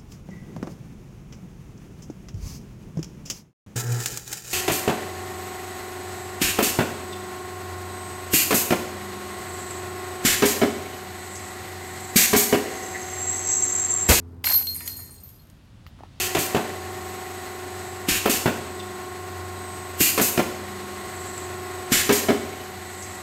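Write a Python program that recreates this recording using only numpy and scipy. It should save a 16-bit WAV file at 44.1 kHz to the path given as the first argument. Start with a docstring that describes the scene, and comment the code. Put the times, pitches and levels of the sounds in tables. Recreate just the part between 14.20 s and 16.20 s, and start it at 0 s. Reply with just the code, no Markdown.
"""A far engine hums over low outdoor rumble as a plastic disc slams into the hanging steel chains of a
basket in a park. The disc clacks and flexes; the links clash, scrape and jingle as they swing out, and the
rings that gather the chains ring clearly. The disc drops into the wire tray and excites its modes.
The hum fades and the chains settle with a few pings and ticks. Last come a click and two dull taps nearby."""
import sys
import numpy as np
from scipy import signal
from scipy.fft import rfft, irfft, next_fast_len
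from scipy.io import wavfile
from scipy.ndimage import uniform_filter1d, map_coordinates

SR = 44100
rng = np.random.default_rng(int(sys.argv[2]) if len(sys.argv) > 2 else 0)


def unload_wav(signal):
    """Save mono or channel-first audio to the path in sys.argv[1] as 16-bit WAV at rate SR, clipped to [-1, 1]."""
    wavfile.write(
        sys.argv[1],
        SR,
        np.round(np.clip(np.atleast_2d(signal).T, -1, 1) * 32767).astype(np.int16),
    )


N = 88200

# agitation of the swinging chains: time_s, level_db
CHAIN_MOTION = [(.24, -32), (.34, -26.5), (.39, -30.5), (.45, -32.5), (.56, -39.5), (.62, -45), (.69, -42),
                (.8, -45.5), (.93, -49), (1.03, -55.5), (1.14, -61), (1.25, -75), (1.5, -82)]


def disc():
    """Impact: brief contacts make broadband clacks, and the blows excite the disc's bending modes."""
    # knocks on chains and tray: start_s, level_db, centre_hz, t60_s
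    knocks = [(0.2418, -19.5, 2440, 0.018), (0.2689, -20, 2150, 0.028), (0.2956, -23, 2000, 0.011),
              (0.3085, -24, 1140, 0.017), (.32, -32.5, 1305, 0.028), (0.345, -32, 1100, 0.02),
              (0.41, -38, 1000, 0.024), (.551, -45.5, 2100, .05), (.605, -34.5, 1900, 0.03),
              (0.675, -45.5, 1900, 0.045), (0.786, -45.5, 960, 0.062), (.886, -53.5, 950, 0.071)]
    # bending modes: pitch_hz, level_db, t60_s
    modes = [(620, -9.5, 0.035), (802, 1, 0.035), (1014, -1, 0.036)]
    # blows that bend the disc: start_s, level_db
    flexes = [(.242, -30.5), (.274, -35), (.298, -31), (.311, -29), (0.344, -31.5), (.412, -38),
              (0.435, -55)]
    # softer, longer knocks rise more slowly
    clacks = sum(2 * amp(db) * band(hz, octaves=0.81) * fade(s, t60, attack_s=0.13 * t60)
                 for s, db, hz, t60 in knocks)
    return clacks + struck(modes, flexes)


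def chains():
    """Contact damping: the disc mutes the lower modes of the links until they swing free."""
    # response of the pressed links: frequency_hz, gain_db
    muting = [(4900, -8.5), (6800, -9.5), (8500, -5.5), (11100, -4), (12400, 2.5), (14100, -1.5),
              (15500, -2)]
    free = shimmer(links())
    curve_hz, curve_db = np.transpose(muting)
    pressed = filtered(free, lambda hz: amp(np.interp(hz, curve_hz, curve_db)))
    release = np.interp(clock(), (0.5, 0.61), [0, 1])
    return pressed + release * (free - pressed)


def links(count=40, per_clash=9, strays_per_s=160):
    """Modal superposition: each contact, bunched or stray, rings one of many slightly different links."""
    # bunches of links colliding: start_s, level_db, length_s
    clashes = [(0.238, -30, 0.0057), (0.257, -24.5, 0.0061), (0.271, -28, .012), (0.299, -26, 0.0035),
               (0.318, -32, 0.0097), (0.331, -22, .016), (.361, -30, 0.0076), (0.483, -33.5, .02),
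               (0.545, -33, .012), (0.601, -44.5, 0.0038), (0.656, -33.5, .01), (0.673, -33.5, 0.0067),
               (0.715, -45, 0.012), (0.762, -40, 0.0091), (1.088, -55, .02), (1.138, -57.5, 0.0076),
               (1.296, -66.5, .004)]
    # modes of a link: pitch_hz, level_db, t60_s, spread_hz
    modes = [(4950, -15.5, 0.47, 45), (5950, -21, .3, 200), (6765, -11.5, 0.35, 50), (8290, -10, 0.36, 50),
             (8830, -6.5, 0.28, 150), (10310, -10, 0.14, 140), (11130, -11.5, 0.33, 55),
             (11640, -16, 0.3, 60), (12590, 5, .23, 110), (12680, -4, 0.19, 240), (13609, -8.5, .25, 60),
             (14110, -4.5, 0.22, 130), (15330, -12, 0.2, 130)]
    clash_s = np.concatenate([s + length * rng.random(per_clash) for s, db, length in clashes])
    clash_db = np.repeat([db for s, db, length in clashes], per_clash)
    stray_s = np.arange(CHAIN_MOTION[0][0], CHAIN_MOTION[-1][0], 1 / strays_per_s)
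    variation = rng.standard_normal((count, len(modes), 2))
    force, lateness = rng.standard_normal((len(clash_s) + len(stray_s), 2)).T
    stray_s += np.abs(lateness[len(clash_s):]) / strays_per_s
    stray_db = np.interp(stray_s, *np.transpose(CHAIN_MOTION))
    sizes = amp(np.r_[clash_db, stray_db] + 4 * force) / np.sqrt(per_clash)
    onsets = (np.r_[clash_s, stray_s] * SR).astype(int)
    t, out = clock()[:SR // 2], np.zeros(N)
    for k in range(count):
        ringing = sum(amp(db + 3.9 * strength) * decay(t, t60)
                      * np.sin(2 * np.pi * (hz + spread * detune) * t)
                      for (hz, db, t60, spread), (detune, strength) in zip(modes, variation[k]))
        hits = np.bincount(onsets[k::count], sizes[k::count], N)[:N]
        out += signal.fftconvolve(hits, ringing / np.std(ringing[:SR // 100]))[:N]
    return out


def shimmer(x, depth_db=3.5):
    """Amplitude modulation: turning links make each group of modes swell and sink at random."""
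    spectrum = signal.stft(x, nperseg=256)[2]
    field = rng.standard_normal(spectrum.shape)
    for axis, size in ((0, 5), (1, 14), (1, 14)):  # smooth over frequency, then twice over time
        field = uniform_filter1d(field, size, axis)
    gain = amp(depth_db * np.clip(unit(field), -2, 2))
    return signal.istft(spectrum * unit(gain), nperseg=256)[1][:N]


def scrape(clicks_per_s=1800):
    """Friction: steel sliding on steel and on the disc makes dense, toneless clicks."""
    # strength of the sliding: time_s, level_db
    sliding = [(.2385, -75.5), (.2415, -27.5), (.255, -31), (.32, -28), (.36, -34.5), (.39, -36.5),
               (.45, -45.5), (.53, -48), (.64, -47.5), (.68, -39.5), (.73, -49), (.9, -57), (1.2, -67),
               (1.5, -96)]
    # its spectrum: frequency_hz, gain_db
    colour = [(250, -30), (700, -5.5), (1300, -9.5), (2300, -4), (3400, -8.5), (4600, 0.5), (7000, -3.5),
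              (8700, -1.5), (10500, -3.5), (13000, 0), (15800, -11.5)]
    clicks = (rng.random(N) < clicks_per_s / SR) * rng.standard_normal(N)
    energy = signal.fftconvolve(clicks ** 2, fade(0, t60=0.013) ** 2)[:N]
    grit = np.sqrt(np.abs(energy)) * rng.standard_normal(N)
    return level(sliding) * coloured(grit, colour)


def rings(waver_rad=0.54, waver_per_s=70, grip_s=0.0033):
    """Beats: the gathering rings sound two close modes and a high one until a new contact damps them."""
    # ring modes: pitch_hz
    modes = [4233, 4283, 11872]
    # strikes: start_s, t60_s, first_mode_db, second_mode_db, third_mode_db
    strikes = [(.26, 0.21, -25, -36, -41.5), (0.301, 0.42, -25.5, -27, -27), (.331, 0.31, -36, -30, -19),
               (.343, 0.2, -21.5, -36, -30), (0.36, 0.35, -29.5, -31, -19.5),
               (0.4706, 0.096, -22, -31, -36), (0.488, 0.38, -27.5, -38, -37), (.551, 0.37, -42, -57, -48),
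               (.677, 0.09, -37, -40, -24), (0.701, 0.67, -38, -44, -43.5), (0.98, 0.2, -54, -61, -68),
               (1.037, 0.41, -61, -65, -72), (1.191, 0.15, -55, -57, -68)]
    # jostled by the chains, a ring wavers in phase and strength, less as they calm
    motion = level(CHAIN_MOTION)
    waver = waver_rad * (motion / motion.max()) ** 0.25
    tones = [np.sin(2 * np.pi * hz * clock() + waver * wobble(waver_per_s))
             * np.exp(0.5 * waver * wobble(waver_per_s)) for hz in modes]
    ends = [row[0] for row in strikes[1:]] + [N / SR]
    out = np.zeros(N)
    for (s, t60, *mode_db), end in zip(strikes, ends):
        damping = np.exp(-np.maximum(clock() - end, 0) / grip_s)
        out += damping * fade(s, t60) * sum(amp(db) * tone for tone, db in zip(tones, mode_db))
    return out


def pings(spread_hz=120.2):
    """Free vibration: three detuned links beat together, in a short tinkle of the neighbours they brush."""
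    # links swinging free: start_s, level_db, pitch_hz, t60_s
    swings = [(.474, -33, 14150, 0.15), (.545, -35, 8930, 0.17), (.562, -47, 8300, 0.22),
              (.555, -34, 11100, 0.12), (.625, -42, 10500, .09), (.653, -44.5, 6700, 0.18),
              (.657, -36, 10240, 0.11), (0.766, -34, 12500, 0.08), (.765, -40.5, 8730, 0.31),
              (.85, -50, 6765, 0.29), (0.907, -42.5, 9100, 0.12), (.95, -50, 8300, 0.096),
              (1.0, -53, 8650, 0.18), (1.034, -40.5, 13950, 0.13), (1.033, -51, 12550, 0.61),
              (1.139, -58, 14300, 0.11), (1.2, -54, 12600, 0.17)]
    detunes = spread_hz * rng.standard_normal((len(swings), 2))
    out = np.zeros(N)
    for (s, db, hz, t60), offsets in zip(swings, detunes):
        trio = sine(hz) + 0.5 * sum(sine(hz + offset) for offset in offsets)
        tinkle = amp(-5.5) * band(hz, octaves=0.077) * fade(s, t60=0.07)
        out += amp(db) * (trio * fade(s, t60, attack_s=0.0024) + tinkle)
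    return out


def ticks():
    """Hard contact: very short collisions of steel spread their energy over a wide, bright band."""
    # collisions: start_s, level_db, t60_s, centre_hz
    contacts = [(0.4700, -29, 0.017, 4506), (.676, -27, 0.028, 4960), (1.089, -51, 0.059, 6000),
                (1.27, -58, .03, 6960), (1.2995, -46.5, 0.016, 4750)]
    return sum(amp(db) * band(hz, octaves=1.47) * fade(s, t60) for s, db, t60, hz in contacts)


def tray():
    """Resonance: the wire tray rings at its natural frequencies under the heavier blows."""
    # tray modes: pitch_hz, level_db, t60_s
    modes = [(955, -2.5, 0.55), (1830, -0.5, 0.75), (1927, -4.5, 0.4), (2040, -8, .6), (2236, -1, 0.34),
             (2600, -9.5, .3)]
    # blows on the tray: start_s, level_db
    blows = [(.272, -53), (.553, -60), (0.606, -49), (0.789, -57.5)]
    return struck(modes, blows)


def click(start_s=1.6655, echo_delay_s=0.0095):
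    """Reflection: a dry snap close by returns off the ground and trails away in a rustle."""
    # modes of the snap: level_db, pitch_hz, t60_s
    modes = [(-34, 1290, 0.01), (-30, 1910, 0.006), (-30.5, 4400, 0.0031), (-40, 12500, 0.0011)]
    # rustling tail: level_db, centre_hz, width_octaves, t60_s
    tail_bands = [(-51.5, 2650, .9, 0.098), (-60, 13500, .3, .13)]
    snap = sum(amp(db) * pluck(start_s, hz, t60) for db, hz, t60 in modes)
    echo = sum(amp(db) * pluck(start_s + echo_delay_s, hz, t60) for db, hz, t60 in modes)
    rustle = sum(amp(db) * band(hz, width) * fade(start_s, t60) for db, hz, width, t60 in tail_bands)
    return snap + amp(-17) * echo + rustle


def taps(t60=0.0076):
    """Heavy damping: two dull taps on a soft body die within a few cycles, amid a scuff of rubbing."""
    # taps: start_s, level_db, pitch_hz
    blows = [(1.8068, -27, 660), (1.8351, -21, 833)]
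    # rubbing around them: time_s, level_db
    scuff = [(1.775, -90), (1.79, -52.5), (1.82, -61.5), (1.845, -55), (1.87, -61), (1.9, -85.5)]
    out = np.zeros(N)
    for s, db, hz in blows:
        tone = 2 * pluck(s, hz, t60, attack_s=0.0015)
        thud = amp(-13) * pluck(s, hz=407, t60=2 * t60)
        noise = 0.29 * band(hz, octaves=0.75) * fade(s, t60)
        out += amp(db) * (tone + thud + noise)
    return out + level(scuff) * band(850, octaves=1.0)


def engine(waver=0.012):
    """Frequency modulation: the partials of a far engine drift in pitch together as its hum fades."""
    # partials: pitch_hz, level_db
    partials = [(85.5, -43), (254, -51.5), (339, -60), (425, -59.5)]
    # fading of the hum: time_s, gain_db
    fading = [(0, 1.5), (.35, -3), (.65, -2.5), (.9, -11), (1.2, -40)]
    drifting_time = clock() + np.cumsum(waver * wobble(8)) / SR
    hum = sum(amp(db) * np.sin(2 * np.pi * (hz * drifting_time + rng.random())) for hz, db in partials)
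    return np.sqrt(2) * hum * level(fading)


def air():
    """Incoherent noises add in power: one outdoor rumble blends into another under a faint, rising hiss."""
    # spectra of the air under the trees and on the open lawn: frequency_hz, gain_db
    shade_colour = [(20, -39), (45, -12), (75, -1.5), (110, -3.5), (160, -7.5), (220, -14.5), (420, -17.5),
                    (600, -25.5), (1000, -24.5), (2660, -43.5), (8000, -53), (15800, -60.5)]
    lawn_colour = [(15, -43.5), (25, -4.5), (94, 1), (291, -13.5), (449, -26.5), (513, -23.5),
                   (1180, -27.5), (1680, -29.5), (1870, -30), (2150, -33), (3050, -32), (11700, -47),
                   (12700, -51), (15800, -55)]
    # swell of the rumble: time_s, gain_db
    swell = [(0, -0.5), (.7, -0.5), (1.12, -1.5), (1.4, -0.5), (2, 1.5)]
    # rise of the hiss: time_s, level_db
    hiss_rise = [(0, -82), (1.2, -72.5), (1.6, -71), (2, -62.5)]
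    lawn_share = np.interp(clock(), (0.7, 1.29), [0, 1])
    shade = amp(-47.5) * np.sqrt(1 - lawn_share) * coloured(rng.standard_normal(N), shade_colour)
    lawn = amp(-48) * np.sqrt(lawn_share) * coloured(rng.standard_normal(N), lawn_colour)
    return (shade + lawn) * level(swell) + level(hiss_rise) * band(3160, octaves=0.8)


def amp(db):
    """Amplitude ratio of a level in decibels."""
    return 10 ** (np.asarray(db) / 20)


def unit(x):
    """x scaled to rms 1."""
    return x / np.sqrt(np.mean(x ** 2) + 1e-20)


def clock():
    """Time of each sample in seconds."""
    return np.arange(N) / SR


def level(rows):
    """Gain per sample from (time_s, level_db) points."""
    return amp(np.interp(clock(), *np.transpose(rows)))


def decay(t, t60):
    """Exponential decay, 60 dB in t60 seconds."""
    return np.exp(-np.log(1000) * t / t60)


def fade(start_s, t60, attack_s=0.0002):
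    """Envelope of a blow: quick rise, exponential decay."""
    age = np.maximum(clock() - start_s, 0)
    return decay(age, t60) * (1 - np.exp(-age / attack_s))


def filtered(x, response):
    """Linear filtering: the spectrum of x times a response of frequency."""
    size = next_fast_len(N + SR // 2)
    return irfft(rfft(x, size) * response(np.fft.rfftfreq(size, 1 / SR)), size)[:N]


def coloured(x, points):
    """x through a (frequency_hz, gain_db) curve, at rms 1."""
    curve_hz, curve_db = np.transpose(points)
    return unit(filtered(x, lambda hz: amp(np.interp(np.log(hz + 1), np.log(curve_hz), curve_db))))


def band(centre_hz, octaves):
    """Noise of rms 1 in one resonance."""
    noise = rng.standard_normal(N)
    return unit(filtered(noise, lambda hz: 1 / (1 + (np.log2((hz + 1) / centre_hz) / octaves) ** 2) ** 1.37))


def sine(hz):
    """A pure tone of random phase."""
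    return np.sin(2 * np.pi * (hz * clock() + rng.random()))


def wobble(knots_per_s):
    """A smooth random curve."""
    return map_coordinates(rng.standard_normal(N // 100), [clock() * knots_per_s], mode="wrap")


def struck(modes, blows):
    """Superposition: every blow rings the same set of damped modes."""
    return sum(amp(db + mode_db) * sine(hz) * fade(s, t60, attack_s=0.00083)
               for s, db in blows for hz, mode_db, t60 in modes)


def pluck(start_s, hz, t60, attack_s=0.00022):
    """A damped oscillator that starts from rest."""
    return np.sin(2 * np.pi * hz * (clock() - start_s)) * fade(start_s, t60, attack_s)


def scene():
    """Scattering: the trees add a faint reverberation to the basket, over the sounds of the park."""
    park = engine() + air() + click() + taps()
    scatter = rng.standard_normal(N) * fade(0, t60=0.46)
    scatter /= np.linalg.norm(scatter)
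    basket = disc() + tray() + scrape() + rings() + ticks() + pings() + chains()
    return (park + basket + amp(-12) * signal.fftconvolve(basket, scatter)[:N])[None]


def record(dry, low_cut_hz=31, top_hz=15850):
    """Band limiting: the deep bass rolls off and nothing passes above top_hz."""
    return filtered(dry[0], lambda hz: (hz < top_hz) * hz ** 4 / (hz ** 4 + low_cut_hz ** 4))[None]


dry = scene()
out = record(dry)
unload_wav(out)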